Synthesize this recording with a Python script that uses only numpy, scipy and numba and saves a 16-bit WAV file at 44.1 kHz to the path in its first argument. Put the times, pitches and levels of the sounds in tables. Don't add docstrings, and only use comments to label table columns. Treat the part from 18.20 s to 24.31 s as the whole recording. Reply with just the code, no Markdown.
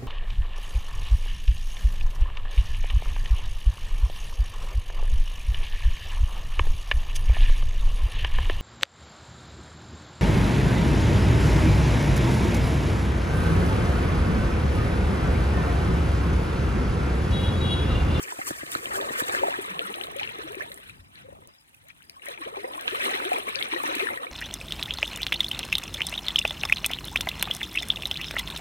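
import sys
import numpy as np
from scipy import signal
from scipy.fft import rfft, irfft, next_fast_len
from scipy.io import wavfile
from scipy.ndimage import uniform_filter1d
from numba import njit

SR = 44100
rng = np.random.default_rng(int(sys.argv[2]) if len(sys.argv) > 2 else 0)


def to_wav(s):
    ch = np.atleast_2d(s).T
    pcm = np.round(np.clip(ch, -1, 1) * 32767)
    wavfile.write(sys.argv[1], SR, pcm.astype(np.int16))


N = 269451
SIZE = next_fast_len(N)
OPPOSITE = np.array([[1], [-1]])


def undb(db):
    return 10 ** (np.asarray(db) / 20)


def unit(x):
    return x / np.sqrt(np.mean(x ** 2))


def over_hz(table):
    hz, value = np.transpose(table)
    bins_hz = np.arange(SIZE // 2 + 1) * SR / SIZE
    return np.interp(np.log(bins_hz + 1), np.log(hz), value)


def colour(x, table):
    spectrum = rfft(x, SIZE) * undb(over_hz(table))
    return unit(irfft(spectrum, SIZE)[..., :N])


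def hiss(wide):
    mid, side = rng.standard_normal((2, N))
    return mid + wide * side * OPPOSITE


def walk(rate):
    hold = int(SR / rate)
    steps = np.repeat(rng.standard_normal(N // hold + 1), hold)
    return uniform_filter1d(uniform_filter1d(steps, hold), hold)[:N]


@njit
def ring(count, sr, s, hz, t60, gain, side, rise, swell):
    out = np.zeros((2, count))
    for g in range(len(s)):
        start = int(s[g] * sr)
        long = int(t60[g] * sr * .75) + 2
        fade = 1000. ** (-1 / (t60[g] * sr))
        glide = 2. ** (rise[g] / (t60[g] * sr))
        step, phase, level = 2 * np.pi * hz[g] / sr, 0., gain[g]
        for i in range(start, min(start + long, count)):
            v = level * np.sin(phase) * min(phase / (2 * np.pi * swell), 1.)
            out[0, i] += v * (1 + side[g])
            out[1, i] += v * (1 - side[g])
            phase += step
            step = min(step * glide, 2.8)
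            level *= fade
    return out


def hits(table, hz, t60, rise, side, swell=0.95):
    s, db = np.transpose(table)
    same = np.ones(len(s))
    return ring(N, float(SR), s, hz * same, t60 * same, undb(db), side * same, rise * same, swell)


# frequency in Hz, gain in dB.
SLOSH_COLOUR = [(150, -16), (260, -11), (380, -3.5), (560, -1), (900, -1.5), (1300, -0.5), (1900, -77)]
SPLASH_COLOUR = [(700, -11), (1300, 5.5), (1800, 8), (2500, 7.5), (3300, 4), (4100, 0), (4600, -14),
                 (5500, -8.5), (7500, -16.5)]
SPRAY_COLOUR = [(4000, -15), (7000, -7), (8500, 2.5), (10500, 6.5), (13000, 6), (15300, -12), (16500, -44)]
SHAKE_SPLASH_COLOUR = [(700, -12), (1200, 8), (1800, 9.5), (2500, 3), (3800, -5), (4800, -12.5),
                       (7500, -21.5)]
SHAKE_SPRAY_COLOUR = [(2500, -60), (4500, 4), (7000, 5), (10500, 5), (13000, 2.5), (15000, 1), (16500, -56)]
SHAKE_END_S, SHAKE_FADE_S = 1.63, .5


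def wading():
    t = np.arange(N) / SR
    slosh_db, splash_db, spray_db = churn()
    slosh = swarm(count=2800, low_hz=202.1, high_hz=1828, cycles=20, scatter_db=2.4, rise=0.7,
                  wide=0.37, bunch_db=1.5)
    splash = swarm(count=14000, low_hz=806.5, high_hz=6780, cycles=26, scatter_db=2.8, rise=0.5,
                   wide=0.67, bunch_db=4.5)
    spray = swarm(count=32000, low_hz=2970, high_hz=15100, cycles=4.5, scatter_db=3.6, rise=0.073,
                  wide=0.75, bunch_db=6.5)
    slosh = colour(slosh + undb(.3 * (slosh_db + 15)) * hiss(.2), SLOSH_COLOUR)
    splash = splash + undb(.35 * (splash_db + 21)) * hiss(.5)
    shaking = np.clip((SHAKE_END_S - t) / SHAKE_FADE_S, 0, 1)
    thrown = colour(splash, SHAKE_SPLASH_COLOUR)
    splash = shaking * thrown + (1 - shaking) * colour(splash, SPLASH_COLOUR)
    drips = swarm(count=900, low_hz=718, high_hz=4490, cycles=35, scatter_db=2.2, rise=0.61,
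                  wide=0.51, bunch_db=1.5)
    splash = spread(splash + undb(-8) * colour(drips, SPLASH_COLOUR))
    flung = colour(spray + undb(-1) * hiss(.3), SHAKE_SPRAY_COLOUR)
    waded = colour(spray + undb(-5) * hiss(0.075), SPRAY_COLOUR)
    spray = shaking * flung + (1 - shaking) * waded
    return slosh * undb(slosh_db) + splash * undb(splash_db) + spray * undb(spray_db)


def swarm(count, low_hz, high_hz, cycles, scatter_db, rise, wide, bunch_db):
    when, size, luck, length, place = rng.random((count, 5)).T
    s = when * N / SR
    hz = low_hz * (high_hz / low_hz) ** size
    bunch = bunch_db * np.minimum(walk(70), 1.)[(s * SR).astype(int)]
    gain = hz * undb(bunch - scatter_db * np.log(luck + 0.0084))
    t60 = cycles * (0.23 + 2.94 * length) / hz
    return unit(ring(N, float(SR), s, hz, t60, gain, wide * (2 * place - 1), rise * length, 0.46))


# time in seconds, slosh of big bubbles in dB,
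# splash of small bubbles in dB, spray in dB.
RESTLESS_WATER = [(0, -44, -42.5, -46.5), (.4, -47.5, -42, -46), (.72, -38, -38, -45),
                  (1.1, -35.5, -33.5, -44), (1.449, -39, -37.5, -47.5), (1.84, -38.5, -41.5, -51.5),
                  (2.12, -48, -54.5, -67), (2.5, -44, -52.5, -53.5), (2.66, -59, -47, -56.5),
                  (2.85, -63.5, -61, -67.5), (3.4, -77, -64, -67.5), (3.95, -65, -57, -63.5),
                  (4.16, -91, -59, -61.5), (4.62, -56, -46.5, -53.5), (4.86, -30.5, -29, -42),
                  (5.1, -38, -38, -46.5), (5.32, -46.5, -43, -50.5), (5.66, -34.5, -36.5, -48.5),
                  (5.84, -33.5, -31, -42.5), (5.98, -41.5, -46.5, -53), (6.11, -44, -47, -57)]
# crest in seconds, length in seconds,
# slosh in dB, splash in dB.
SURGES = [(0.275, 0.041, -38.5, -52), (0.79, 0.16, -33, -60), (1.13, 0.03, -36, -33),
          (1.166, 0.061, -33, -33), (1.246, 0.11, -29.5, -32), (1.346, 0.057, -38, -44),
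          (2.03, 0.13, -57, -36.5), (2.205, 0.28, -42.5, -41.5), (2.417, 0.066, -40.5, -41),
          (2.53, 0.026, -65, -63), (2.63, 0.094, -71, -61), (2.976, 0.11, -59, -51.5),
          (3.173, 0.2, -52, -65), (3.7, 0.023, -85, -51.5), (4.093, 0.076, -44, -37),
          (4.235, 0.079, -64, -43.5), (4.369, 0.017, -57, -39.5), (4.488, 0.5, -39.5, -45.5),
          (4.683, 0.013, -34, -37.5), (4.738, 0.11, -55, -33), (5.156, 0.062, -29, -32),
          (5.285, 0.023, -28.5, -32), (5.403, 0.15, -45, -37), (5.533, 0.029, -32.5, -31.5),
          (5.674, 0.056, -38, -30.5), (5.937, 0.047, -32, -56), (6.038, 0.047, -37, -42)]
SURGE_SPRAY_DB = -14.5
# crest in seconds, spray in dB.
FLINGS = [(0.029, -39.5), (0.284, -33.5), (0.532, -33.5), (0.761, -34), (0.995, -31)]
FLING_S, FLING_SPLASH_DB = 0.032, 1


def churn():
    coarse = np.arange(0, N, 32)
    s, *calm = np.transpose(RESTLESS_WATER)
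    slosh, splash, spray = (undb(2 * np.interp(coarse / SR, s, db)) for db in calm)
    crest, long, slosh_db, splash_db = np.transpose(SURGES)
    fling, fling_db = np.transpose(FLINGS)
    slosh = slosh + swells(crest, long, slosh_db)
    splash = splash + swells(crest, long, splash_db) + swells(fling, FLING_S, fling_db + FLING_SPLASH_DB)
    spray = spray + swells(crest, long, splash_db + SURGE_SPRAY_DB) + swells(fling, FLING_S, fling_db)
    return [np.interp(np.arange(N), coarse, 10 * np.log10(power)) for power in (slosh, splash, spray)]


RISE_SHARE, FALL_SHARE = 0.46, 0.47


def swells(crest, long, db):
    late = np.arange(0, N, 32)[:, None] / SR - crest
    width = long * np.where(late < 0, RISE_SHARE, FALL_SHARE)
    return np.sum(undb(2 * db) * np.exp(-(late / width) ** 2), axis=1)


# time in seconds, gain on left minus right in dB.
SPLASH_SPREAD = [(0, 3), (1.3, -4), (1.6, 1.5), (2.7, 2.5), (4.0, 2.5), (4.7, 3), (6.11, 4.5)]


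def spread(x):
    s, db = np.transpose(SPLASH_SPREAD)
    side = (x[0] - x[1]) / 2 * undb(np.interp(np.arange(N) / SR, s, db))
    return (x[0] + x[1]) / 2 + side * OPPOSITE


# start in seconds, pitch at the start in Hz, level in dB,
# time to die by 60 dB in ms, pan as left over right in dB.
LONE_BUBBLES = [(0.122, 915, -18.5, 26, -4.5), (0.19, 757, -27.5, 110, -1), (0.216, 1240, -21, 22, -0.5),
                (0.215, 1970, -20, 26, -7), (0.307, 1570, -19, 9.5, -19), (0.551, 1270, -6.5, 10.5, -5.5),
                (0.551, 3900, -19, 8, 0), (0.657, 2830, -14.5, 10.6, -1), (0.715, 1760, -22.5, 21, 5),
                (0.802, 1550, -17.5, 9.4, -2), (0.812, 3470, -18.5, 9.6, -2), (0.822, 596, -21.5, 27, 16),
                (0.831, 2460, -29, 4.7, -10), (1.003, 1580, -15, 24, -10), (1.149, 1540, -6, 9.1, 5),
                (1.168, 2170, -18, 5.3, 0), (1.231, 2730, -26, 3.5, -4), (1.235, 836, -7, 37, 1),
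                (1.282, 610, -9.5, 26, 0), (1.326, 2170, -17, 9.2, -8), (1.34, 1580, -15, 18, 3),
                (1.387, 375, -21, 53, 1), (1.593, 2670, -1.5, 3.2, 0), (1.597, 496, -27, 43, 2),
                (1.616, 1345, -23, 90, 2.5), (1.654, 1280, -24, 38, 9), (1.694, 1940, -24, 12, 7),
                (1.697, 430, -33.5, 51, 2), (1.721, 2290, -30, 10, 3), (1.741, 3020, -15, 4.8, 7.5),
                (1.812, 2790, -16, 9.2, 7.5), (1.837, 3560, -16, 6.1, -8), (1.87, 2930, -24, 8, -2),
                (1.96, 540, -28.5, 156, 1.5), (1.987, 3070, -19, 3.8, 15), (1.996, 2300, -14, 13, -1.5),
                (2.013, 806, -23, 83, -1), (2.032, 2710, -9.5, 3.6, 23), (2.041, 2600, -23, 6, 10),
                (2.075, 2560, -17, 9.8, 4), (2.092, 2260, -18.5, 6.4, 12), (2.188, 384, -26.5, 49, 1.5),
                (2.222, 2790, -34, 9, 3), (2.287, 2250, -29, 9.7, 4), (2.346, 2210, -17.5, 5.9, 4.5),
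                (2.368, 360, -27.5, 66, 1), (2.407, 1670, -20.5, 31, -18), (2.421, 2030, -22, 14, 17),
                (2.517, 1880, -24, 13, -2), (2.518, 3590, -22, 4.4, -2), (2.6, 3350, -40, 8, -1),
                (2.619, 1720, -39, 12, 0), (2.575, 1870, -31.5, 19, -2), (2.696, 2430, -32.5, 29, 18),
                (2.956, 3770, -31.5, 3.7, 14), (2.978, 2550, -39, 8.1, 0), (3.085, 513, -33.5, 56, 1),
                (3.124, 553, -33.5, 47, 2), (3.163, 1970, -46, 11, -3), (3.543, 2490, -45, 29, -23),
                (3.703, 2310, -31.5, 12, 30), (3.806, 1450, -41.5, 17, 13), (3.822, 2640, -36, 6.1, 20),
                (3.896, 2270, -33, 6.9, 22), (3.897, 4780, -23.5, 4.5, 1.5), (3.965, 1055, -39, 110, 1.5),
                (3.996, 2010, -36.5, 12, 5), (4.02, 2680, -34, 31, 8), (4.067, 1920, -22.5, 9.4, 22),
                (4.083, 550, -28.5, 58, 2), (4.176, 2220, -29, 15, 17), (4.217, 1070, -28.5, 100, 2.5),
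                (4.237, 2100, -28, 12, 10), (4.253, 2120, -29, 13, -5), (4.272, 523, -9.5, 6.3, 0),
                (4.36, 2220, -31, 8.3, 12), (4.367, 790, -25, 64, 3), (4.369, 385, -34, 260, 0.5),
                (4.443, 477, -21, 58, -1), (4.442, 1890, -22.5, 18, 4), (4.578, 1030, -24, 59, 4),
                (4.536, 3220, -22.5, 5.7, 3.5), (4.594, 1670, -23, 12, 3), (4.681, 1170, -15.5, 17, -3),
                (4.679, 3040, -9, 5.2, -3), (4.679, 2700, -7, 5.1, -1.5), (4.686, 2420, -27, 13, -3),
                (4.747, 1150, -17.5, 46, 2.5), (4.71, 2780, -17, 6.9, 4), (4.832, 5500, -29, 6, 0),
                (4.802, 2150, -20, 14, 1), (4.844, 3100, -23, 6.7, 7), (4.862, 960, -21, 17, 0),
                (4.881, 1040, -16, 14, 12), (5.001, 1360, -16.5, 13, -21), (5.024, 1900, -19, 8, 12),
                (5.117, 700, -10.5, 52, 2), (5.132, 2320, -11.5, 10, 8), (5.162, 2240, -19, 22, 5),
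                (5.16, 1050, -16, 19, -0.5), (5.182, 800, -21, 22, 4.5), (5.204, 2790, -25, 11, 8),
                (5.284, 2190, -22.5, 26, 21), (5.352, 2480, -20.5, 24, 32), (5.357, 4480, -6.5, 3, 5.5),
                (5.361, 533, -32.5, 200, 2), (5.389, 3400, -23, 19, 18), (5.411, 2080, -22, 56, -28),
                (5.426, 3160, -5.5, 3.5, 25), (5.536, 920, -11, 17, -1), (5.562, 1830, -20.5, 34, 10),
                (5.601, 1100, -24.5, 66, 11), (5.636, 858, -18, 56, 4.5), (5.657, 5600, -26, 6, 4),
                (5.705, 3200, -22, 8.1, 8), (5.87, 1670, -15.5, 27, 18), (5.888, 1300, -13, 16, 2),
                (5.902, 1990, -24.5, 55, 6), (5.974, 1800, -16.5, 15, 3), (6.037, 1030, -22, 24, 1),
                (6.068, 2220, -27.5, 36, -28)]
# start in seconds, level in dB.
DROP_TICKS = [(0.287, -15.5), (0.518, -16), (0.62, -32), (1.0, -13), (1.084, -18.5), (1.728, -28),
              (1.759, -27), (1.841, -26), (1.867, -32), (1.916, -29), (1.966, -24.5), (2.122, -33),
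              (2.187, -32), (2.223, -36), (2.321, -29), (2.354, -29), (2.41, -52), (2.424, -30),
              (2.501, -37), (2.521, -29.5), (2.543, -26), (2.577, -34), (2.696, -34.5), (3.13, -43),
              (3.274, -31), (3.547, -37), (3.685, -33), (3.828, -39), (3.897, -31), (4.058, -25.5),
              (4.086, -24), (4.576, -35), (4.596, -40), (4.611, -22), (5.061, -31), (5.132, -21),
              (5.185, -27), (5.291, -26), (5.634, -20.5), (5.657, -40), (5.677, -22), (5.753, -14.5)]


def plops():
    s, hz, db, ms, pan_db = np.transpose(LONE_BUBBLES)
    side = (undb(pan_db) - 1) / (undb(pan_db) + 1)
    bubbles = hits(np.transpose([s, db]), hz, ms / 1000, rise=0.587, side=side, swell=1.1)
    middle, high, low = rng.random((len(DROP_TICKS), 3)).T
    ticks = hits(DROP_TICKS, 9000 + 2500 * middle, 0.0025, rise=0., side=0.)
    ticks += undb(-8) * hits(DROP_TICKS, 13000 + 2000 * high, 0.0035, rise=0., side=0.)
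    ticks += undb(-5) * hits(DROP_TICKS, 5500 + 3000 * low, 0.003, rise=0., side=0.)
    return bubbles + ticks


# start in seconds, level in dB.
EAR_SLAPS = [(.188, -23.5), (.307, -16), (.431, -21.5), (.555, -21), (.668, -26), (.792, -42),
             (.905, -20.5), (1.019, -17), (1.135, -28)]
# start in seconds, level in dB.
LOW_BUMPS = [(2.792, -31), (2.814, -34.5)]


def body():
    ears = hits(EAR_SLAPS, 327, 0.021, rise=-0.073, side=0.)
    ears += undb(2) * hits(EAR_SLAPS, 600, 0.016, rise=0., side=0.)
    ears += undb(-10) * hits(EAR_SLAPS, 157, 0.044, rise=0., side=0.)
    return ears - hits(LOW_BUMPS, 76, 0.067, rise=0., side=0.)


# start in seconds, end in seconds, first pitch in Hz,
# last pitch in Hz, level in dB before the flutter.
AIR_POCKETS = [(1.168, 1.208, 432, 351, -33), (1.222, 1.271, 512, 806, -26),
               (1.495, 1.539, 200, 175, -39.5), (1.55, 1.596, 173, 160, -44.5),
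               (1.62, 1.687, 172, 210, -46.5), (1.685, 1.74, 195, 217, -48), (2.23, 2.272, 313, 333, -42),
               (2.292, 2.332, 389, 444, -35), (3.036, 3.076, 478, 580, -48), (3.626, 3.69, 450, 774, -58.5),
               (4.186, 4.228, 382, 285, -43.5), (4.255, 4.29, 349, 810, -28.5),
               (4.318, 4.34, 413, 480, -38), (4.722, 4.752, 322, 588, -29.5),
               (4.851, 4.887, 422, 338, -38.5), (4.941, 4.957, 380, 415, -30.5),
               (5.043, 5.099, 310, 485, -31), (5.519, 5.582, 298, 375, -36.5),
               (5.634, 5.642, 463, 380, -26), (5.669, 5.714, 284, 342, -34.5),
               (5.762, 5.78, 278, 333, -33.5), (5.825, 5.849, 392, 483, -26)]


def glugs():
    out = np.zeros(N)
    for start, end, first_hz, last_hz, db in AIR_POCKETS:
        k = int((end - start) * SR)
        hz = np.geomspace(first_hz, last_hz, k)
        tone = np.sin(2 * np.pi * np.cumsum(hz) / SR)
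        out[int(start * SR):][:k] += undb(db) * np.sqrt(np.hanning(k)) * tone
    return out * undb(4 * walk(110))


# start in seconds, level of the strong strokes in dB before random variation and flutter.
INSECT_CHIRPS = [(2.752, -60), (3.287, -55.5), (3.838, -56.5), (4.385, -57)]
CHIRP_HZ, CHIRP_CLIMB_HZ, WAVER_HZ = 4970, 25, 50
STROKE_GAP_S, STROKE_RING_S = .023, .1


def insect():
    stroke = np.arange(6)
    loud, waver, place = rng.standard_normal((len(INSECT_CHIRPS), 6, 3)).transpose(2, 0, 1)
    s, db = (column[:, None] for column in np.transpose(INSECT_CHIRPS))
    stroke_s = s + STROKE_GAP_S * stroke
    stroke_db = db - 5 * (stroke % 2) + loud
    hz = CHIRP_HZ + CHIRP_CLIMB_HZ * stroke + WAVER_HZ * waver
    rows = np.transpose([stroke_s.ravel(), stroke_db.ravel()])
    side = .6 + .15 * place.ravel()
    return hits(rows, hz.ravel(), STROKE_RING_S, rise=0., side=side, swell=20.) * undb(5 * walk(300))


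# time in seconds, level in dB before random gusting.
WIND_LEVEL = [(0, -52), (.12, -61), (.4, -52), (1.2, -51), (1.7, -54.5), (2.0, -53), (2.6, -53.5),
              (3.3, -54), (3.35, -67), (3.65, -60), (4.1, -60.5), (4.5, -57), (4.9, -59), (5.4, -54),
              (5.8, -53.5), (6.11, -60)]
# frequency in Hz, gain in dB.
RUMBLE_COLOUR = [(30, -55), (37, -17), (48, -9), (90, -3.5), (160, -6.5), (300, -15), (600, -57)]
AIR_COLOUR = [(150, 5), (260, 13), (400, -2), (900, 13), (1800, -2), (2500, 4.5), (4200, -1.5), (5600, -2),
              (7000, 0), (11000, -22), (16000, -8)]
AIR_DB = -66.5


def air():
    s, db = np.transpose(WIND_LEVEL)
    rumble = colour(hiss(1.8), RUMBLE_COLOUR)
    wind = undb(np.interp(np.arange(N) / SR, s, db) + 2.6 * walk(13)) * rumble
    return wind + undb(AIR_DB + 0.45 * walk(9.9)) * colour(hiss(0.8), AIR_COLOUR)


# frequency in Hz, gain in dB.
SIDE_ECHO_COLOUR = [(900, -22), (1700, -4.5), (3000, -10), (4500, -1), (7000, -73), (16000, -34)]


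def scatter(x, t60, wet_db, side_db):
    front, side = rng.standard_normal((2, N))
    t = np.arange(int(t60 * SR)) / SR
    fade = 1000. ** (-t / t60) * (t > .001)
    fade = fade / np.sqrt(np.sum(fade ** 2))
    tail = undb(wet_db) * front + undb(side_db) * colour(side, SIDE_ECHO_COLOUR) * OPPOSITE
    return x + signal.fftconvolve(x, tail[:, :len(t)] * fade, axes=1)[:, :N]


def scene():
    water = wading() + plops() + body() + glugs()
    return scatter(water, t60=0.09, wet_db=-15, side_db=-17) + insect() + air()


# frequency in Hz, phase in radians.
LEFT_LEAD = [(40, 0), (260, .2), (600, 2.45), (950, 3.15), (4300, 3.15), (5700, 3.5), (6900, 4.5),
             (7700, 6.1), (9500, 6.6), (11100, 9.3), (12900, 9.9), (13900, 12.4), (16600, 12.7)]
# frequency in Hz, left over right in dB.
PORT_BALANCE = [(60, 2), (200, 2.5), (380, 4.8), (650, 0), (1000, 0), (2400, 1.8), (4400, 1.5), (8000, 0)]
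# frequency in Hz, gain on left minus right in dB.
PORT_WIDTH = [(40, 7.5), (130, -23), (400, 5.5), (950, -4), (1500, -4.5), (2200, -2), (3500, -3),
              (5500, -2.5), (12000, -5)]
TOP_HZ = 16500


def record(dry):
    left, right = rfft(dry, SIZE)
    mid = (left + right) / 2
    side = (left - right) / 2 * undb(over_hz(PORT_WIDTH))
    tilt = undb(over_hz(PORT_BALANCE) / 2)
    lag = np.exp(-1j * over_hz(LEFT_LEAD))
    ports = [(mid + side) * tilt, (mid - side) * lag / tilt]
    heard = irfft(ports, SIZE)[:, :N]
    return signal.sosfilt(signal.ellip(10, .2, 75, TOP_HZ, fs=SR, output="sos"), heard)


dry = scene()
out = record(dry)
to_wav(out)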